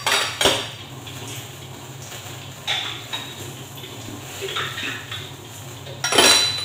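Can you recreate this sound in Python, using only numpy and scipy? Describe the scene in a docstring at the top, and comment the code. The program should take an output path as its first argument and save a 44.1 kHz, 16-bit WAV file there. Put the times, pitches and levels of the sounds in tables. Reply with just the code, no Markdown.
"""Dishes clatter and ring as they drop into a steel colander close by: washing up in a large tiled kitchen.
A tap runs throughout, splashing on the crockery and drumming on the steel sink. Wet dishes knock and
scrape, water glugs, and the stream glances off in spurts. Near the end a lid, a bowl and cutlery
land in the colander too. An appliance hums low underneath, and the hard walls echo every blow."""
import sys
import numpy as np
from scipy import signal
from scipy.fft import rfft, irfft, next_fast_len
from scipy.io import wavfile

SR = 44100
rng = np.random.default_rng(int(sys.argv[2]) if len(sys.argv) > 2 else 0)


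def bounce(signal):
    """Save signal as a 16-bit WAV file at the path given by the first command-line argument."""
    frames = np.transpose(np.atleast_2d(signal))
    limited = np.clip(frames, -1, 1)
    pcm = np.round(limited * 32767).astype(np.int16)
    wavfile.write(sys.argv[1], SR, pcm)


N = 293132
TIME = np.arange(N) / SR
BLOW = np.arange(SR) / SR  # seconds after a blow
HANDS_IN_S, HANDS_OUT_S = 0.92, 5.85  # when the hands enter and leave the stream


def gain_of(db):
    """Turns decibels into a number to multiply by."""
    return 10 ** (np.asarray(db) / 20)


def evened(x):
    """Scales a sound to an average (rms) level of 1."""
    return x / np.sqrt(np.mean(x ** 2) + 1e-20)


def sized(x, db):
    """Gives a blow the energy of a twentieth of a second at this level."""
    return gain_of(db) * x * np.sqrt(SR / 20 / (np.sum(x ** 2) + 1e-20))


def read(points, hz):
    """Reads between the rows of a table, spacing frequencies by octaves."""
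    row_hz, value = np.transpose(points)
    return np.interp(np.log(hz + 1), np.log(row_hz + 1), value)


def add(mix, start_s, sound):
    """Lays a sound into the mix; it may have begun before time zero."""
    start = round(start_s * SR)
    sound = sound[max(-start, 0):]
    part = mix[max(start, 0):][:len(sound)]
    part += sound[:len(part)]


def coloured(x, points, treble_db=0):
    """Shapes a sound's tone by a table of Hz and dB, with extra treble above 5 kHz."""
    size = next_fast_len(len(x))
    hz = abs(np.fft.fftfreq(size, 1 / SR))
    shelf = hz ** 4 / (hz ** 4 + 5000. ** 4)
    log_gain = np.log(gain_of(read(points, hz) + treble_db * shelf))
    response = np.exp(np.conj(signal.hilbert(log_gain)))[:size // 2 + 1]  # nothing sounds before its hit
    return irfft(rfft(x, size) * response, size)[:len(x)]


def resonate(x, hz, width_hz):
    """Makes a sound ring around one pitch; the narrower the width, the longer it rings."""
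    pole = np.exp((2j * np.pi * hz - np.pi * width_hz) / SR)
    return signal.lfilter([1, -1], np.poly([pole, pole]), x).real


def ring(modes, scatter=0., count=1):
    """A struck thing's own tones die away, each as `count` copies scattered in pitch."""
    t, out = BLOW[:SR * 3 // 4], np.zeros(SR)
    for hz, db, fade_s in modes:
        pitches = hz * (1 + scatter * rng.uniform(-0.91, 1, (count, 1)))
        waves = np.cos((2 * np.pi * pitches * t).astype(np.float32))
        fade = np.exp(-np.log(1000) * t / fade_s) / np.sqrt(fade_s)  # same energy, long or short
        out[:len(t)] += gain_of(db) * fade * (rng.choice([-1, 1], count) @ waves)
    return out


def contact(length_s):
    """A fading burst of noise, like the tiny slips when two hard rims meet."""
    return rng.standard_normal(SR) * np.exp(-BLOW / max(length_s, 1e-4))


def kitchen(x, direct_db, early=0.77):
    """The direct sound, quick echoes off counter and wall, then a tail; every spot has its own echoes."""
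    # How long the room echoes. Each row: frequency in Hz, seconds to fade by 60 dB.
    echo_times = [(100, 0.79), (400, 0.37), (1000, 0.67), (2500, 0.82), (4000, 0.79), (8000, 0.62),
                  (15000, 0.47)]
    hz, t, spectrum = signal.stft(rng.standard_normal(SR), SR, nperseg=256)
    fade = np.exp(-np.log(1000) * t / read(echo_times, hz)[:, None])
    tail = signal.istft(spectrum * fade, SR, nperseg=256)[1][:SR]
    echo = tail * (1 + early * np.exp(-BLOW / .01))
    echo /= np.linalg.norm(echo)
    echo[0] = gain_of(direct_db)
    return signal.fftconvolve(x, echo / np.linalg.norm(echo))[:len(x)]


def clatter(thing, crack_db, thud_db, ring_db):
    """A thing lands: its rim cracks, the counter thuds, it rings and jangles against its neighbours."""
    # The tones of each thing, and of the counter.
    # Each row: pitch in Hz, share of the energy in dB, seconds to fade by 60 dB.
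    thing_tones = { "dish": [(1147, 3, 0.13), (1757, -3.5, 0.14), (3750, 1, 0.19), (4650, -4.5, 0.43),
                   (4705, -1.5, .5), (5570, -5, 0.14), (5640, -2.5, 0.71), (8000, -2.5, 0.33),
                   (7560, -17, 0.26), (10030, -8.5, 0.33), (9700, -12, 0.67), (12440, -22, .3),
                   (14125, -11, .25)], "bowl": [(669, 2, 0.32), (980, -3.5, 0.4), (1770, -2.5, 0.063),
                   (4635, -8, 0.31), (5530, -7.5, .2), (7830, -10, 0.23), (9900, -5, 0.17),
                   (10070, 0, 0.14), (14450, -12, .15)], "cup": [(3190, -8, 0.082), (3770, 1, 0.033),
                   (3604, 2, 0.086), (5540, -4, 0.22), (6710, -4, 0.099), (8600, -3, 0.2),
                   (12300, -17, .15)], "lid": [(1420, 1.5, 0.13), (1683, 3, 0.24), (3950, 2.5, 0.44),
                   (5610, 7, 0.14), (5800, -2, .2), (8850, -8, 0.62), (10000, -32, 0.13), (13600, -21, .2),
                   (14440, -10, 0.22)], "spoon": [(3990, 3.5, .85), (4630, -10, .2), (5690, -5, 0.18),
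                   (7500, -33, .3), (8135, -29, .4), (8700, -15, .4), (8900, -18, .45), (10350, -11, 0.16),
                   (14250, -21, 0.22)], "fork": [(3990, -3, .8), (9400, -13.5, 0.28), (10300, -25, .12)]}
    counter_tones = [(261, -0.5, 0.11), (323, -5, 0.075), (405, 8, 0.1), (538.5, 2, 0.39), (710, -16, 0.4),
                     (815, -37, 0.3), (939, -3.5, 0.15)]
    # The tone of a hard hit. Each row: frequency in Hz, boost or cut in dB.
    crack_colour = [(40, -41), (200, -14.5), (400, 3.5), (1200, 3.5), (2300, 3.5), (3700, 4.5),
                    (4200, -5.5), (4700, -3), (5150, -12.5), (7200, -9), (9300, -15), (10300, -15.5),
                    (11500, -30), (13000, -29), (15000, -18.5)]
    # Harder things crack brighter. For each thing: extra treble in dB.
    hardness_db = {"dish": 3.5, "bowl": 0.5, "cup": 7, "lid": 7.5, "spoon": 22, "fork": 6}
    # How each thing lies. 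Each row: direct ring against its echo in dB, change to its jangle in dB.
    lying = {"dish": (-2, 0), "bowl": (-2, -2), "cup": (-2, -2), "lid": (-2, -2), "spoon": (7, -8),
             "fork": (5, -8)}
    direct_db, jangle_db = lying[thing]
    onset = 1 - np.exp(-BLOW / .002)
    crack = sized(coloured(contact(0.0029) * onset, crack_colour, hardness_db[thing]), crack_db + .5)
    thud = sized(ring(counter_tones), thud_db - 3)
    thud += sized(resonate(contact(0.0025), 480, width_hz=600), thud_db - 9)
    thud = signal.sosfilt(signal.butter(4, 230, "high", fs=SR, output="sos"), thud)
    tone = sized(ring(thing_tones[thing]), ring_db - 5.5)
    jangle = ring(thing_tones[thing], scatter=.012, count=5) * np.exp(-BLOW / .045) * onset
    hit = crack + thud + sized(jangle, ring_db + jangle_db)
    return kitchen(hit, direct_db=-7.5) + kitchen(tone, direct_db) + boom(thud_db)


def boom(thud_db):
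    """The wooden cupboard under the counter booms briefly when something heavy lands."""
    # Its panels. Each row: pitch in Hz, level in dB at a heavy thud, dB gained per dB of thud.
    panels = [(273.5, -21, 2.5), (96, -26, 2.5)]
    heavy_thud_db = -13
    push = contact(0.0012)
    wood = sum(sized(resonate(push, hz, width_hz=91), db + growth * (thud_db - heavy_thud_db))
               for hz, db, growth in panels)
    return kitchen(wood, direct_db=-0.5)


def drops(per_s, spread_db):
    """Drops land at random, many small and a few large."""
    size = gain_of(spread_db * np.minimum(rng.exponential(1, N), 4))
    return size * rng.standard_normal(N) * (rng.random(N) < per_s / SR)


def flutter(depth_db, step_s):
    """The hands keep breaking up the stream, so its loudness wavers at random."""
    moments = np.arange(0, TIME[-1], step_s)
    return gain_of(depth_db * np.interp(TIME, moments, rng.standard_normal(len(moments))))


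def bubbles(per_s, low_hz, high_hz, cycles, count=16):
    """Trapped air rings for some cycles, rising a little in pitch."""
    out = np.zeros(N)
    for hz in np.geomspace(low_hz, high_hz, count):
        age = np.arange(0, 5, hz / cycles / SR)
        plink = np.exp(-age) * np.sin(2 * np.pi * cycles * age * (1 + 0.01 * age))
        out += signal.oaconvolve(drops(per_s / count, spread_db=5.5), plink)[:N]
    return evened(out)


def water():
    """Drops patter on the dishes, throw off a fine spray, drum on the basin and trap bubbles."""
    # How squarely the stream hits a dish. Each row: time in seconds, splash level in dB.
    splash_levels = [(0, -46), (.9, -45), (1.1, -41), (1.35, -40.5), (1.72, -43.5), (2.15, -37.5),
                     (2.53, -45), (2.7, -42), (3.35, -39), (3.7, -46), (3.85, -44.5), (4.35, -36.5),
                     (5.05, -43), (5.7, -43.5), (6.0, -45)]
    # The fine spray. 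Each row: time in seconds, level in dB at the usual splash.
    spray_levels = [(0, -45), (.85, -51), (1.25, -43.5), (2.2, -53.5), (3.3, -44), (4.35, -47), (5.1, -49),
                    (5.6, -41.5), (6.0, -62)]
    # The tone of the splash, and of the spray. Each row: frequency in Hz, boost or cut in dB.
    splash_colour = [(200, -16), (550, 9), (1050, -3), (1300, 1), (2200, -1), (3300, 2), (3950, 1),
                     (4500, -7), (5300, -13.5), (7150, 3.5), (8500, -8), (11000, -21), (15000, -4.5)]
    spray_colour = [(2000, -41), (5000, 4.5), (7000, 24), (9000, 14.5), (12000, 12), (14500, 15.5),
                    (16000, -50)]
    # The steel basin's tones. Each row: pitch in Hz, width in Hz, level in dB at the usual splash.
    basin_tones = [(234.5, 32, -53.5), (284.8, 28, -47.5), (337, 60, -48), (399.7, 38, -53),
                   (526, 100, -57), (757, 180, -50), (951, 62, -55), (1051, 53, -53)]
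    usual_splash_db, reach_s = -37, 0.13
    spray_follows, drum_follows = 0.66, 0.12  # dB per dB of splash
    splash_db = np.interp(TIME, *np.transpose(splash_levels))
    excess_db = splash_db - usual_splash_db
    spray_db = np.interp(TIME, *np.transpose(spray_levels)) + spray_follows * excess_db
    hands_away = np.clip(np.maximum(HANDS_IN_S - TIME, TIME - HANDS_OUT_S) / reach_s + .5, 0, 1)
    drum_db = drum_follows * excess_db - hands_away  # 1 dB softer with the hands away
    breakup = flutter(depth_db=1.8, step_s=.055)
    drum_gain = gain_of(drum_db) * flutter(depth_db=2, step_s=.08)
    large_drops = drops(per_s=900, spread_db=3.8) * flutter(depth_db=1.8, step_s=.06)
    fine_drops = drops(per_s=1300, spread_db=4) * flutter(depth_db=3.2, step_s=.05)
    splash = evened(coloured(large_drops, splash_colour))
    plinks = bubbles(per_s=90, low_hz=2700, high_hz=3900, cycles=3) * gain_of(-9)
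    spray = evened(coloured(fine_drops, spray_colour)) * gain_of(spray_db) * breakup
    patter = drops(per_s=300, spread_db=2.0)
    drum = sum(gain_of(db) * evened(resonate(patter, hz, width)) for hz, width, db in basin_tones)
    gurgle = bubbles(per_s=30, low_hz=290, high_hz=440, cycles=7) * gain_of(-49)
    sink = (splash + plinks) * gain_of(splash_db) * breakup + (drum + gurgle) * drum_gain
    return kitchen(sink, direct_db=-6) + kitchen(spray, direct_db=-8.5)


def hum():
    """A low, throbbing appliance hum over the rumble of the room."""
    # The appliance's tones. Each row: pitch in Hz, width in Hz, level in dB.
    hum_tones = [(97.2, 6.3, -46), (113.1, 6.8, -46), (132.1, 12.7, -43.5)]
    # The tone of the rumble. Each row: frequency in Hz, boost or cut in dB.
    rumble_colour = [(20, -42), (40, -31), (55, -1), (85, -6.5), (140, 7), (175, -0.5), (260, -8.5),
                     (600, -4), (1100, -7.5), (1600, -30)]
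    drone = sum(gain_of(db) * evened(resonate(rng.standard_normal(N + SR), hz, width)[SR:])
                for hz, width, db in hum_tones)
    return drone + gain_of(-47) * evened(coloured(rng.standard_normal(N), rumble_colour))


def knock_or_glug(strength_db, length_s, clink_hz, hollow_hz, hollow_db):
    """A knock of wet crockery or a low glug of water: a short noise with a high and a hollow ring."""
    # The tone of a scrape muffled by the basin. Each row: frequency in Hz, boost or cut in dB.
    muffled = [(100, -21), (400, -9), (800, -21.5), (1400, -4), (2100, 2), (3700, -1), (4400, -18.5),
               (5200, -15), (7500, -15.5), (10000, -31), (15000, -75)]
    onset = 1 - np.exp(-BLOW / (0.9 * length_s))
    rub_db = -3 + np.log2(length_s / 0.0072)  # 1 dB louder each time the length doubles
    scrape = sized(coloured(contact(length_s) * onset, muffled), strength_db + rub_db)
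    damping_hz = np.interp(strength_db, [-42, -30], [600, 217])  # weaker clinks die sooner
    clink = sized(resonate(contact(length_s) * onset, clink_hz, damping_hz), strength_db)
    hollow = sized(resonate(contact(length_s) * onset, hollow_hz, width_hz=0.2 * hollow_hz), hollow_db)
    return kitchen(scrape + clink + hollow, direct_db=-6, early=0.2)


def touches(per_s=2.5, length_s=0.006):
    """Lists faint knocks at random moments as the dishes are turned in the hands."""
    slots = np.arange(HANDS_IN_S, HANDS_OUT_S, 1 / per_s)
    rows = []
    for slot_s, (late, force, spot, depth) in zip(slots, rng.random((len(slots), 4))):
        force_db = 6 * (force - .5)
        clink_hz = 3160 * (1 + 0.18 * (spot - .5))
        hollow_hz = 388 * (1 + 0.27 * (depth - .5))
        rows.append((slot_s + late / per_s, force_db - 45, length_s, clink_hz, hollow_hz, force_db - 48.5))
    return rows


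def spurt(db, length_s, hz):
    """The stream glances off a dish in a short shower of fine droplets."""
    shower = contact(length_s) * rng.exponential(1, SR)
    return kitchen(sized(resonate(shower, hz, width_hz=2600), db), direct_db=-4)


def scene():
    """Water and hum, with every clatter, knock, glug, spurt and touch laid over them."""
    # Things dropped in the colander. Each row: start in seconds, what lands,
    # then how strong its crack, thud and ring are in dB.
    landings = [(-.16, "dish", -24, -41, -22.5), (.065, "dish", -19, -23.5, -24.5),
                (.115, "dish", -21, -26.5, -24), (.136, "dish", -21, -40, -26.5),
                (.212, "dish", -26.5, -50, -35), (.409, "cup", -21.5, -41, -22),
                (.4495, "cup", -17.5, -14, -30), (.463, "dish", -26, -23.5, -28.5),
                (6.040, "lid", -26, -52, -20.5), (6.121, "bowl", -22, -31, -28.5),
                (6.151, "lid", -26, -19.5, -30), (6.180, "bowl", -15, -18, -18.5),
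                (6.194, "lid", -23, -16, -39), (6.224, "spoon", -36, -26, -18),
                (6.238, "lid", -16, -24.5, -22), (6.256, "spoon", -21, -20, -12),
                (6.294, "spoon", -21.5, -36, -14), (6.310, "lid", -18.5, -39, -48),
                (6.347, "spoon", -40, -41, -16), (6.579, "fork", -33, -47, -26)]
    # Knocks of crockery and low hollow glugs of water in the sink. Each row: start in seconds,
    # strength in dB, length in seconds, clink pitch in Hz, hollow pitch in Hz, hollow level in dB.
    knocks_and_glugs = [(.785, -40.5, .008, 3420, 890, -64), (1.067, -38, 0.0043, 3320, 1050, -58),
                        (1.279, -38, 0.052, 3190, 340, -43), (2.415, -41.5, 0.0027, 3280, 900, -60),
                        (2.674, -27, .0068, 3740, 775, -35), (2.690, -23, 0.015, 3570, 754, -29),
                        (2.827, -31, .026, 3440, 1146, -35.5), (3.128, -28.5, 0.0052, 3750, 890, -34.5),
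                        (3.410, -50, .015, 3130, 387, -39.5), (3.772, -40.5, 0.0035, 3300, 503, -45),
                        (3.830, -40, 0.0064, 3350, 330, -41), (4.000, -45, 0.0028, 3550, 607, -49),
                        (4.412, -38, 0.011, 2480, 397, -28.5), (4.482, -30.5, 0.0042, 3290, 400, -34),
                        (4.556, -27.5, 0.0077, 3600, 1303, -26), (4.589, -31, 0.01, 1740, 390, -35),
                        (4.766, -31.5, 0.018, 3720, 1790, -33.5), (4.825, -30.5, 0.0088, 2570, 328, -33.5),
                        (4.867, -31.5, 0.0054, 1780, 1330, -35), (5.114, -30, 0.0043, 3556, 1235, -40.5),
                        (5.195, -46, .0094, 3520, 362, -36.5), (5.859, -40.5, 0.0096, 3760, 545, -35)]
    # Spurts of water. Each row: start in seconds, level in dB, length in seconds, centre pitch in Hz.
    spurts = [(1.275, -34.5, 0.055, 6950), (1.355, -43, .014, 13500), (2.020, -39, 0.031, 5900),
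              (2.676, -37, 0.041, 5850), (3.754, -44, .03, 13200), (4.012, -44.5, .0087, 6400)]
    mix = water() + hum()
    for table, source in [(landings, clatter), (knocks_and_glugs, knock_or_glug),
                          (spurts, spurt), (touches(), knock_or_glug)]:
        for start_s, *settings in table:
            add(mix, start_s, source(*settings))
    return mix[None]


def record(dry):
    """Rounds off the loudest peaks, then cuts the very highest treble."""
    ceiling, edge_hz = 1.1, 15520
    rounded = ceiling * np.tanh(dry / ceiling)
    treble_cut = signal.firwin(511, edge_hz, window=("kaiser", 9), fs=SR)
    return signal.oaconvolve(rounded, treble_cut[None], "same")


dry = scene()
out = record(dry)
bounce(out)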